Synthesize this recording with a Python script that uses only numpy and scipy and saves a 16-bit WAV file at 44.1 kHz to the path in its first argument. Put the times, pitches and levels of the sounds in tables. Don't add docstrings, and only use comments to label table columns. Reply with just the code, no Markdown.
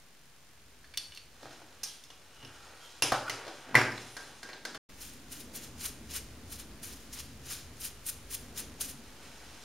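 import sys
import numpy as np
from scipy import signal
from scipy.fft import rfft, irfft, next_fast_len
from scipy.io import wavfile
from scipy.ndimage import uniform_filter1d

SR = 44100
rng = np.random.default_rng(int(sys.argv[2]) if len(sys.argv) > 2 else 0)


def to_wav(sig):
    pcm = np.clip(np.atleast_2d(sig), -1, 1) * 32767
    pcm = np.round(pcm).astype(np.int16)
    wavfile.write(sys.argv[1], SR, pcm.T)


def volts_from_decibels(level):
    exponent = np.asarray(level, float) / 20
    return 10 ** exponent


N = 425124

# (f/Hz, level/dB)
PORT_SIDE = [(60, -2.5), (110, -23), (200, -17.5), (380, -24.5), (700, -28), (1290, -26), (2380, -19),
             (4400, -12.5), (8120, -9.5), (15000, -2.5)]


def level(x, db):
    return x * volts_from_decibels(db) / np.sqrt(np.mean(x ** 2))


def colour(x, points):
    n = next_fast_len(x.shape[-1])
    hz, db = np.transpose(points)
    gain_db = np.interp(np.log(np.fft.rfftfreq(n, 1 / SR) + 1), np.log(hz), db)
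    return irfft(rfft(x, n) * volts_from_decibels(gain_db), n)[..., :x.shape[-1]]


def band(x, lo_hz, hi_hz):
    return signal.sosfilt(signal.butter(2, [lo_hz, hi_hz], "band", fs=SR, output="sos"), x)


def resonate(x, peaks):
    out = 0
    for hz, width_hz, db in peaks:
        b, a = signal.iirpeak(hz, hz / width_hz, SR)
        out = out + volts_from_decibels(db) * signal.lfilter(b, a, x) / np.sqrt(width_hz)
    return out


def modes(table, t, detune):
    hz, db, t60_s = np.transpose(table)[:, :, None]
    detune = np.asarray(detune, float)[:, None]
    return np.sum(volts_from_decibels(db - 60 * t / t60_s) * np.sin(2 * np.pi * hz * (1 + detune) * (t + detune)), axis=0)


def walk(rate_hz):
    k = int(SR / rate_hz)
    held = np.repeat(rng.standard_normal(N // k + 1), k)
    return 1.47 * uniform_filter1d(held, k)[:N]


def grains(per_s, spread_db):
    hit = rng.random(N) < per_s / SR
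    slip, extra = rng.standard_normal(N), rng.exponential(size=N)
    out = np.zeros(N)
    out[hit] = slip[hit] * volts_from_decibels(spread_db * np.minimum(extra[hit], 4))
    return out


def swells(rows):
    t, out = np.arange(N) / SR, np.full(N, -120.)
    for s, rise_s, fall_s, db in rows:
        span = slice(max(int((s - 4 * rise_s) * SR), 0), int((s + 4 * fall_s) * SR))
        drop_db = 20 * np.maximum((s - t[span]) / rise_s, (t[span] - s) / fall_s)
        out[span] = np.maximum(out[span], db - drop_db)
    return out


def ports(mid, side, points):
    side = colour(side, points)
    return np.array([mid + side, mid - side])


def rumble():
    # (t/s, level/dB)
    machinery = [(0.0, -79), (0.82, -68), (1.25, -70), (1.52, -67.5), (2.18, -72), (2.47, -67), (2.87, -73),
                 (3.19, -66), (3.53, -73), (4.7, -68), (4.8, -57.5), (5.5, -60), (6.3, -55.5), (7.0, -56.5),
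                 (7.701, -57.5), (8.77, -57), (9.64, -64)]
    # (f/Hz, width/Hz, level/dB)
    room_modes = [(52.5, 19, 1.5), (76, 24, 0), (133, 13, -4.5), (242, 64, 2.5), (422, 136, -6)]
    # (fullest t/s, rise/s, fall/s, level/dB)
    treads = [
        (0.3, 2.5, 2.5, -77.5),
        (1.52, 1.4, 1.3, -67),
        (3.76, 0.092, 0.45, -45),
        (4.3, 0.95, 1.8, -61),
        (4.74, 0.28, 0.16, -52),
        (5.55, 0.82, 4.5, -55),
        (7.65, 3.5, 2.3, -57.5),
        (8.5, 1.1, 2.4, -56),
    ]
    deep_db = np.interp(np.arange(N) / SR, *np.transpose(machinery))
    upper_db = np.maximum(deep_db - 3.5, swells(treads))
    out = 0
    for hz, width_hz, db in room_modes:
        pair = level(resonate(rng.standard_normal((2, N)), [(hz, width_hz, 0)]), db)
        drive_db = upper_db if hz > 110 else deep_db
        out = out + pair * volts_from_decibels(2.0 * walk(2.01) + drive_db - 2.0)
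    return np.array([out[0] + 0.057 * out[1], out[0] - 0.11 * out[1]])


def rustle():
    # (fullest t/s, rise/s, fall/s, rub level/dB, crispness/dB)
    moves = [(0.94, 0.29, 0.61, -69, -2), (1.44, 0.19, 0.68, -58, -2), (1.47, .05, .12, -51.5, -11),
             (1.53, .06, 0.086, -52.5, -6), (1.63, .04, 0.12, -59, -10), (1.95, 0.85, 0.13, -67.5, 6),
             (2.65, 1.2, 0.88, -61, 1), (3.0, 1.2, 0.0081, -60, 1.5), (3.38, 0.37, 0.58, -49.5, -17),
             (3.62, 0.83, 0.087, -60.5, 2), (3.695, 0.094, 0.19, -46.5, -17), (3.96, 0.073, 0.59, -54.5, 2),
             (4.26, 0.93, 0.72, -58.5, 1), (4.72, 0.51, 0.35, -72, 2.5), (9.238, 0.17, 0.45, -56.5, -1),
             (9.6, 1.6, 1.5, -59, 0)]
    rub = level(band(grains(5000, 1.5), 300, 1900) * volts_from_decibels(1.5 * walk(25)), 0)
    fine = level(band(grains(8000, 1.5), 1800, 7500) * volts_from_decibels(1.2 * walk(30)), 0)
    rub_rows = [row[:4] for row in moves]
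    fine_rows = [(s, rise_s, fall_s, db + crisp_db) for s, rise_s, fall_s, db, crisp_db in moves]
    return rub * volts_from_decibels(swells(rub_rows)) + fine * volts_from_decibels(swells(fine_rows))


def contact_shape(hz, hard_db, thud_db, clink_db, crack_db):
    wide_db = 10 * np.log10(hz / 1500)
    thud_db = thud_db + wide_db
    clink_db = clink_db + hard_db
    crack_db = crack_db + 1.7 * hard_db + wide_db
    return [(110, thud_db - 16.5),
            (min(420, hz / 1.7), thud_db + 8.5),
            (hz / 1.5, -7), (hz, 0), (hz * 1.21, -6),
            (max(min(hz * 1.68, 4700), hz * 1.35), .5 * clink_db - 10.0),
            (max(5000, hz * 1.4), clink_db + wide_db - 2.0),
            (max(6500, hz * 0.72), clink_db + wide_db - 7.5),
            (10000, crack_db - 4.5), (15000, crack_db - 12.5)]


def knocks():
    # (t/s, peak level/dB, body f/Hz, hardness/dB)
    gauge = [
        (0.843, -46.5, 1730, -7),
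        (0.939, -40, 2300, -9),
        (.945, -48, 2200, -3),
        (0.9735, -32, 2900, 5),
        (1.121, -41, 2970, -9),
        (1.138, -50, 2900, -4),
        (1.148, -48, 4500, 4),
        (1.161, -49, 2900, 2),
        (1.174, -40.5, 2760, -1.5),
    ]
    spanner = [
        (2.428, -37.5, 2880, -12),
        (2.448, -39, 2950, -5),
        (3.0225, -12.5, 2730, 1.5),
    ]
    handle = [
        (1.429, -40, 566, 4.5),
        (1.456, -37, 610, -4),
        (1.509, -41.5, 696, 5),
        (1.618, -40.5, 700, -8),
        (3.45, -38, 644, 3),
        (3.467, -32.5, 606, 1),
        (3.479, -30.5, 640, 1.5),
    ]
    clamp = [
        (3.745, -18.5, 1050, -5),
        (3.753, -5, 2000, 0.5),
        (3.761, -18, 2050, -5),
        (3.777, -20, 2030, 2.5),
        (3.815, -18, 1660, -2),
        (3.85, -32, 2000, -4),
        (3.919, -37, 5200, 4),
        (3.978, -36, 4030, 3),
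    ]
    key = [
        (4.167, -31, 1750, 0.5),
        (4.174, -36.5, 1660, -9),
        (4.43, -33, 1590, 0),
        (4.489, -37, 2200, -2),
        (4.497, -35.5, 2050, -8),
        (4.531, -34, 4250, -6),
        (4.651, -27.5, 1530, 1.5),
        (4.746, -32.5, 1320, -1),
        (4.752, -33, 2990, -2.5),
    ]
    jaws = [
        (1.833, -31, 5020, 4.7),
        (1.8355, -25, 5640, 4.1),
        (2.038, -45.5, 3580, 3.8),
    ]
    pin = [
        (2.103, -40, 3300, -2),
        (3.297, -22.5, 2050, .5),
    ]
    mallet = [
        (3.1205, -13.5, 1250, 0.5),
        (3.124, -14.5, 718, -8.5),
        (3.143, -25.5, 1406, -5),
    ]
    # (f/Hz, level/dB, t60/s)
    gauge_ring = [(2730, -4, 0.069), (3085, -6, .12), (3530, 7, .05), (4530, 3, 0.21), (4400, 8.5, 0.079),
                  (5480, 3, 0.063), (5900, 2, 0.074), (8830, 1, .04), (9500, -13, 0.045)]
    spanner_ring = [(2760, 0, 0.063), (3170, -8.5, 0.089), (5060, 4, 0.041), (5380, -3.5, 0.1),
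                    (5670, 1.5, 0.054), (6340, -9, 0.13), (9000, -20, 0.13), (10840, -6.5, 0.15)]
    handle_ring = [(671, -5.5, 0.25), (786, -6.5, 0.19), (1250, 1, 0.072), (1650, -3.5, 0.067)]
    clamp_ring = [(1180, -9, 0.34), (1580, -4.5, 0.25), (1750, -8.5, 0.2), (1910, -14, 0.22),
                  (2000, -3, 0.19), (2142, 2, 0.1), (2260, -12, 0.22), (2404, -21, 0.23), (3300, -26, .25),
                  (4930, -21, .3), (5560, -15, .3), (7200, -19.5, .2)]
    key_ring = [(1587, -1, 0.34), (1747, -6, 0.41), (2050, 0.5, 0.096)]
    jaws_ring = [(2720, -3, 0.039), (4470, -9, .15), (5080, 0, 0.16), (7100, -9, 0.092), (5600, -1, 0.15),
                 (6100, -1, .16), (6620, -1, .12), (8270, -14, .08), (8850, -9, .12), (10700, -12, .1),
                 (11320, -18, .1), (12050, -18, .1)]
    pin_ring = [(1330, -4, .1), (2070, -4, 0.13), (2950, 8, 0.044), (4530, -1.5, 0.051), (6000, 3, 0.07),
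                (9500, -10, .06), (12320, -24, 0.059)]
    mallet_ring = [(781, -5.5, 0.39), (1040, -9, 0.27), (1280, -9.5, 0.15), (1510, -3, 0.2),
                   (1770, -2.5, .15), (3590, -17.5, .1)]
    # (blows, modes, contact/s, thud/dB, clink/dB, crack/dB)
    objects = [(gauge, gauge_ring, 0.0032, -41, -5, -10),
               (spanner, spanner_ring, 0.001, -12, -5, -13),
               (handle, handle_ring, 0.003, -5, -10, -27),
               (clamp, clamp_ring, 0.0031, -14, -16, -22.5),
               (key, key_ring, 0.0058, -8, -4, -15.5),
               (jaws, jaws_ring, 0.0012, -28, -8, -12),
               (pin, pin_ring, 0.00096, -11.5, -3.5, -12.5),
               (mallet, mallet_ring, 0.0011, -16.5, -12.5, -21)]
    rings_db = [-9, -8, -15, -11.5, -14.5, -9.5, -12, -15.5]
    ring_per_hardness = [1.24, 0.64, 0.29, 0.35, 0.033, 0.85, .3, 0.059]
    # (note level/dB, note t60/s, scratch level/dB)
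    bodies = [(-4, 0.049, 11), (-4.5, 0.025, 0.5), (-5.5, .04, -1.5), (-2, .025, -5), (-12.5, 0.031, 4),
              (-3.5, 0.021, -.5), (-8, .03, 0.5), (-4, .03, -5.5)]
    near, far = np.zeros(N + SR), np.zeros(N + SR)
    t = np.arange(6144) / SR
    snap_s = 0.00036
    for thing, ring_db, more, body in zip(objects, rings_db, ring_per_hardness, bodies):
        blows, ring, contact_s, *shape_db = thing
        note_db, note_s, scratch_db = body
        decay = np.exp(-t / contact_s) + 0.082 * np.exp(-t / 0.013)
        envelope = (1 - np.exp(-t / (0.22 * contact_s))) * decay
        for s, db, hz, hard_db in blows:
            shape = contact_shape(hz, hard_db, *shape_db)
            wide_db = 10 * np.log10(hz / 1500)
            size = volts_from_decibels(db - wide_db)
            burst = volts_from_decibels(scratch_db) * colour(rng.standard_normal(len(t)), shape) * envelope
            note = volts_from_decibels(wide_db) * modes([(hz, note_db, note_s)], t, [0])
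            rough = 0.5 + 0.55 * level(uniform_filter1d(rng.standard_normal(len(t)), size=120), 0)
            rings = modes(ring, t, 0.0055 * rng.standard_normal(len(ring)))
            rings = rings * volts_from_decibels(ring_db + more * hard_db) * rough * np.minimum(1, (t[-1] - t) / 0.038)
            pulse = size * 14 * colour(np.roll(t == 0, 200), shape)
            i = int(s * SR)
            near[i:i + len(t)] += size * (burst + note + rings)
            near[i - 196:i - 196 + len(t)] += pulse * snap_s / contact_s
            far[i - 200:i - 200 + len(t)] += pulse
            far[i:i + len(t)] += size * 0.27 * rings
    return near[:N], far[:N]


def thumps():
    # (t/s, peak level/dB)
    set_downs = [
        (1.422, -56.5),
        (2.429, -52),
        (3.023, -44),
        (3.12, -43),
        (3.293, -50.5),
        (3.755, -30.5),
    ]
    # (f/Hz, level/dB, t60/s)
    bench = [(111.3, -5, 0.77), (135, 0.5, 0.33), (246.3, -4, 0.24), (280.5, -2, 0.39), (356.5, -7, 0.57),
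             (396, -1.5, 0.24), (553, -6.5, 0.17)]
    out, t = np.zeros(N + SR), np.arange(SR // 2) / SR
    for s, db in set_downs:
        boom = modes(bench, t, 0.026 * rng.standard_normal(len(bench))) * (1 - np.exp(-t / 0.0072))
        i = int(s * SR)
        out[i:i + len(t)] += boom * volts_from_decibels(db + 2.0) * np.minimum(1, (t[-1] - t) * 10)
    return out[:N]


def slide():
    # (fullest t/s, rise/s, fall/s, level/dB, f/Hz, width/Hz)
    hums = [
        (2.52, .25, .3, -65.5, 1380, 160),
        (2.82, 0.49, .2, -60.5, 1360, 73),
        (2.86, .1, 0.081, -55, 3220, 70),
        (2.82, 0.3, .3, -66, 4410, 92),
        (2.4, 0.13, .15, -60.5, 2900, 130),
        (1.9, 0.11, .1, -54.5, 3300, 500),
        (3.283, 0.033, .025, -35.5, 1330, 160),
        (4.35, 0.2, .12, -72, 9000, 350),
        (4.14, .2, .3, -61, 9900, 500),
    ]
    # (fullest t/s, rise/s, fall/s, level/dB, f/Hz)
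    squeals = [
        (2.76, .12, .15, -66, 10500),
        (2.86, .15, .08, -60, 11450),
    ]
    slips, out = grains(5000, 1.5), 0
    for *swell, hz, width_hz in hums:
        out = out + level(resonate(slips, [(hz, width_hz, 0)]), 0) * volts_from_decibels(swells([swell]))
    for *swell, hz in squeals:
        speedup_s = np.clip(np.arange(N) / SR - swell[0], -.3, .1)
        pitch_hz = hz * (1 + .008 * walk(300) + 0.5 * speedup_s)
        out = out + np.sin(2 * np.pi * np.cumsum(pitch_hz) / SR) * volts_from_decibels(swells([swell]) - 7.0)
    return out


def bristles(pitches_hz):
    # (f/Hz, level/dB per Hz)
    hiss_colour = [(1470, -4), (2500, 12.5), (2600, -7), (2770, 9.5), (3890, -6), (6810, -3), (7890, -6.5),
                   (9660, -5.5), (15200, -13), (16000, -13)]
    kinds = 0
    for hz in pitches_hz:
        slips = grains(7000, 1.1) * volts_from_decibels(0.85 * walk(500))
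        kinds = kinds + level(band(slips, hz / 1.138, hz * 1.275), 0) * np.sqrt(hz)
    return level(colour(kinds, hiss_colour), 0)


def brush():
    # (fullest t/s, rise/s, fall/s, level/dB, fine tips/dB)
    brush_strokes = [(5.025, 0.073, 0.17, -49.5, 1), (5.138, .05, 0.051, -58.5, 3),
                     (5.33, 0.044, 0.099, -48, 2.5), (5.401, 0.069, 0.08, -52, 2.5),
                     (5.556, 0.027, 0.066, -46.5, 5.5), (5.576, 0.045, 0.044, -45.5, -1),
                     (5.636, 0.11, 0.087, -50.5, 0), (5.812, 0.035, 0.11, -47, 0),
                     (5.856, 0.082, 0.081, -41.5, 1.5), (6.11, 0.032, .1, -48, -3),
                     (6.165, 0.071, 0.048, -39, 2), (6.526, 0.06, 0.11, -50, 2),
                     (6.602, 0.052, 0.046, -50, 1), (6.836, 0.022, 0.26, -49, 1.5),
                     (6.936, 0.11, 0.023, -50.5, -0.5), (7.133, 0.014, 0.19, -48, 1),
                     (7.203, 0.093, 0.026, -44, -1.5),
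                     (7.468, 0.056, .1, -51.5, -1), (7.52, 0.077, 0.12, -42, 0.5),
                    (7.805, 0.032, .1, -53, 4), (7.852, 0.075, 0.062, -43, 4),
                    (8.066, .014, 0.095, -46.5, 9), (8.097, 0.049, .02, -40, 6),
                    (8.312, 0.022, 0.15, -46.5, 2.5), (8.35, 0.061, 0.023, -44, 5.5),
                    (8.58, 0.028, 0.089, -41, 0.5), (8.604, 0.056, 0.019, -47, 8.5),
                    (8.812, 0.016, 0.089, -41.5, 5), (8.835, 0.053, 0.019, -45, -13),
                    (8.895, 0.097, 0.068, -49.5, 3)]
    # (t/s, peak level/dB)
    tuft_ticks = [(5.0055, -41), (5.3188, -39), (5.5493, -43), (5.5554, -38), (5.7982, -41), (6.1085, -40),
                  (6.1444, -34), (6.5211, -29), (6.8324, -30), (7.1302, -41), (7.505, -32), (7.8096, -30),
                  (8.0606, -36), (8.3055, -38), (8.327, -29), (8.5759, -31), (8.808, -27)]
    # (f/Hz, level/dB)
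    pan = [(2000, 1.5), (5000, 0.1), (9000, 1.6), (13000, 0)]
    rows = brush_strokes
    settle_s, tick_s, tip_time = 0.076, 0.0026, 0.76
    settle_db = swells([(s, rise_s, settle_s, db - 8) for s, rise_s, _, db, _ in rows])
    press_db = np.maximum(swells([row[:4] for row in rows]), settle_db)
    tips_db = swells([(s, rise_s * tip_time, fall_s * tip_time, db + fine_db)
                      for s, rise_s, fall_s, db, fine_db in rows])
    firm_db = swells([(s, rise_s, fall_s, db - 0.12 * fine_db) for s, rise_s, fall_s, db, fine_db in rows])
    ticks = volts_from_decibels(swells([(s, tick_s * 1.7, tick_s * 4, db - 20.5) for s, db in tuft_ticks]))
    chatter = volts_from_decibels(1.24 * walk(90))
    stiff = volts_from_decibels(press_db) * chatter + 0.54 * ticks
    tips = volts_from_decibels(np.maximum(tips_db, settle_db)) * chatter + ticks
    mid, side = (stiff * bristles((4300, 6200)) + tips * bristles((9300, 13000)) for _ in range(2))
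    scrape = level(band(band(grains(4600, 1.4), 1090, 4100), 460, 6600), -0.98)
    mid_press_db = -50
    scrape_db = mid_press_db - 4 + 0.99 * (np.maximum(firm_db, settle_db) - mid_press_db)
    mid = mid + scrape * volts_from_decibels(scrape_db)
    left, right = ports(mid, volts_from_decibels(1.5) * side, PORT_SIDE)
    return np.array([colour(left, pan), colour(right, np.multiply(pan, [1, -1]))]), mid


def room(x, wet_db, early_s, early_db):
    # (f/Hz, t60/s)
    decays = [(150, 0.99), (600, 0.54), (2000, 0.47), (5000, 0.5), (12000, 0.055)]
    t = np.arange(SR) / SR
    tail = 0
    for hz, t60_s in decays:
        fade = volts_from_decibels(-60 * t / t60_s) + volts_from_decibels(early_db) * np.exp(-t / early_s)
        noise = band(rng.standard_normal((2, SR)), hz / 2.44, min(hz * 2.17, .45 * SR))
        tail = tail + level(noise, 0) / np.sqrt(1000 / hz) * fade
    tail = tail * (1 - np.exp(-t / 0.0002))
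    wet = signal.fftconvolve(x[None], tail * volts_from_decibels(wet_db), axes=1)[:, :N]
    return ports(wet[0], volts_from_decibels(4.0) * wet[1], PORT_SIDE)


def scene():
    background = rumble()
    cloth = rustle()
    blows, pulses = knocks()
    booms = thumps()
    rubbing = cloth + slide()
    strokes, strokes_mid = brush()
    send = pulses + volts_from_decibels(-15.0) * strokes_mid + volts_from_decibels(-8.5) * rubbing
    echo = room(send, wet_db=-39.0, early_s=0.0029, early_db=1.5)
    close = ports(blows + rubbing + booms, np.roll(blows, 5) + np.roll(rubbing, 300), PORT_SIDE)
    return close + strokes + echo + background


def low_pass(x):
    return signal.sosfilt(signal.butter(12, 16650, fs=SR, output="sos"), x)


def record(dry):
    # (f/Hz, level/dB per Hz)
    hiss_colour = [(15, -30), (25, -10), (55, -4.5), (82, -14.5), (149, -1.5), (195, -14.5), (301, -10.5),
                   (1020, -13), (1610, -11.5), (7510, -18.5), (16000, -28)]
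    # (f/Hz, level/dB)
    hiss_side = [(60, -9.5), (110, -18), (200, -5.5), (380, -8.5), (700, -7.5), (1290, -8.5), (2380, -6.5),
                 (4400, -2.5), (8120, -1), (15000, 1.5)]
    # (start t/s, end t/s, hiss level/dB, first spike t/s, spike level/dB, offset/full scale)
    takes = [
        (0, 4.777, -62, .00107, -44, -.0011),
        (4.891, 9.7, -58, 4.901, -38, -.0017),
    ]
    # (f/Hz, level/dB)
    housing = [(7500, 0), (7780, -5.5), (7900, -17), (8020, -4.5), (8300, 0.5)]
    # (f/Hz, level/dB)
    treble_limit = [(15750, 0), (15900, -30), (16600, -45)]
    hiss_trim_db, spike_trim_db = [0, 0.2], [0.5, -2.5]
    buffer_s = 1024 / 48000
    hiss = level(colour(rng.standard_normal((2, N)), hiss_colour), 0)
    hiss = ports(hiss[0], hiss[1], hiss_side)
    hiss_gain, running, electric = np.zeros((3, N))
    for k, (start_s, end_s, hiss_db, first_s, spike_db, offset) in enumerate(takes):
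        take = slice(int(start_s * SR), int(end_s * SR))
        hiss_gain[take] = volts_from_decibels(hiss_db + hiss_trim_db[k])
        running[take] = 1
        electric[take] = offset
        spikes_s = np.arange(first_s, min(end_s, N / SR - buffer_s / 20), buffer_s)
        at = np.round(spikes_s * SR).astype(int)
        size = volts_from_decibels(spike_db + spike_trim_db[k] + 1.2 * rng.standard_normal(len(at)))
        electric[at[:, None] + [-1, 0, 1]] += size[:, None] * [.55, 1, .6]
    sound = colour(dry + hiss * hiss_gain, housing) + electric
    mix = colour(sound * uniform_filter1d(running, size=220), treble_limit)
    return low_pass(mix)


dry = scene()
out = record(dry)
to_wav(out)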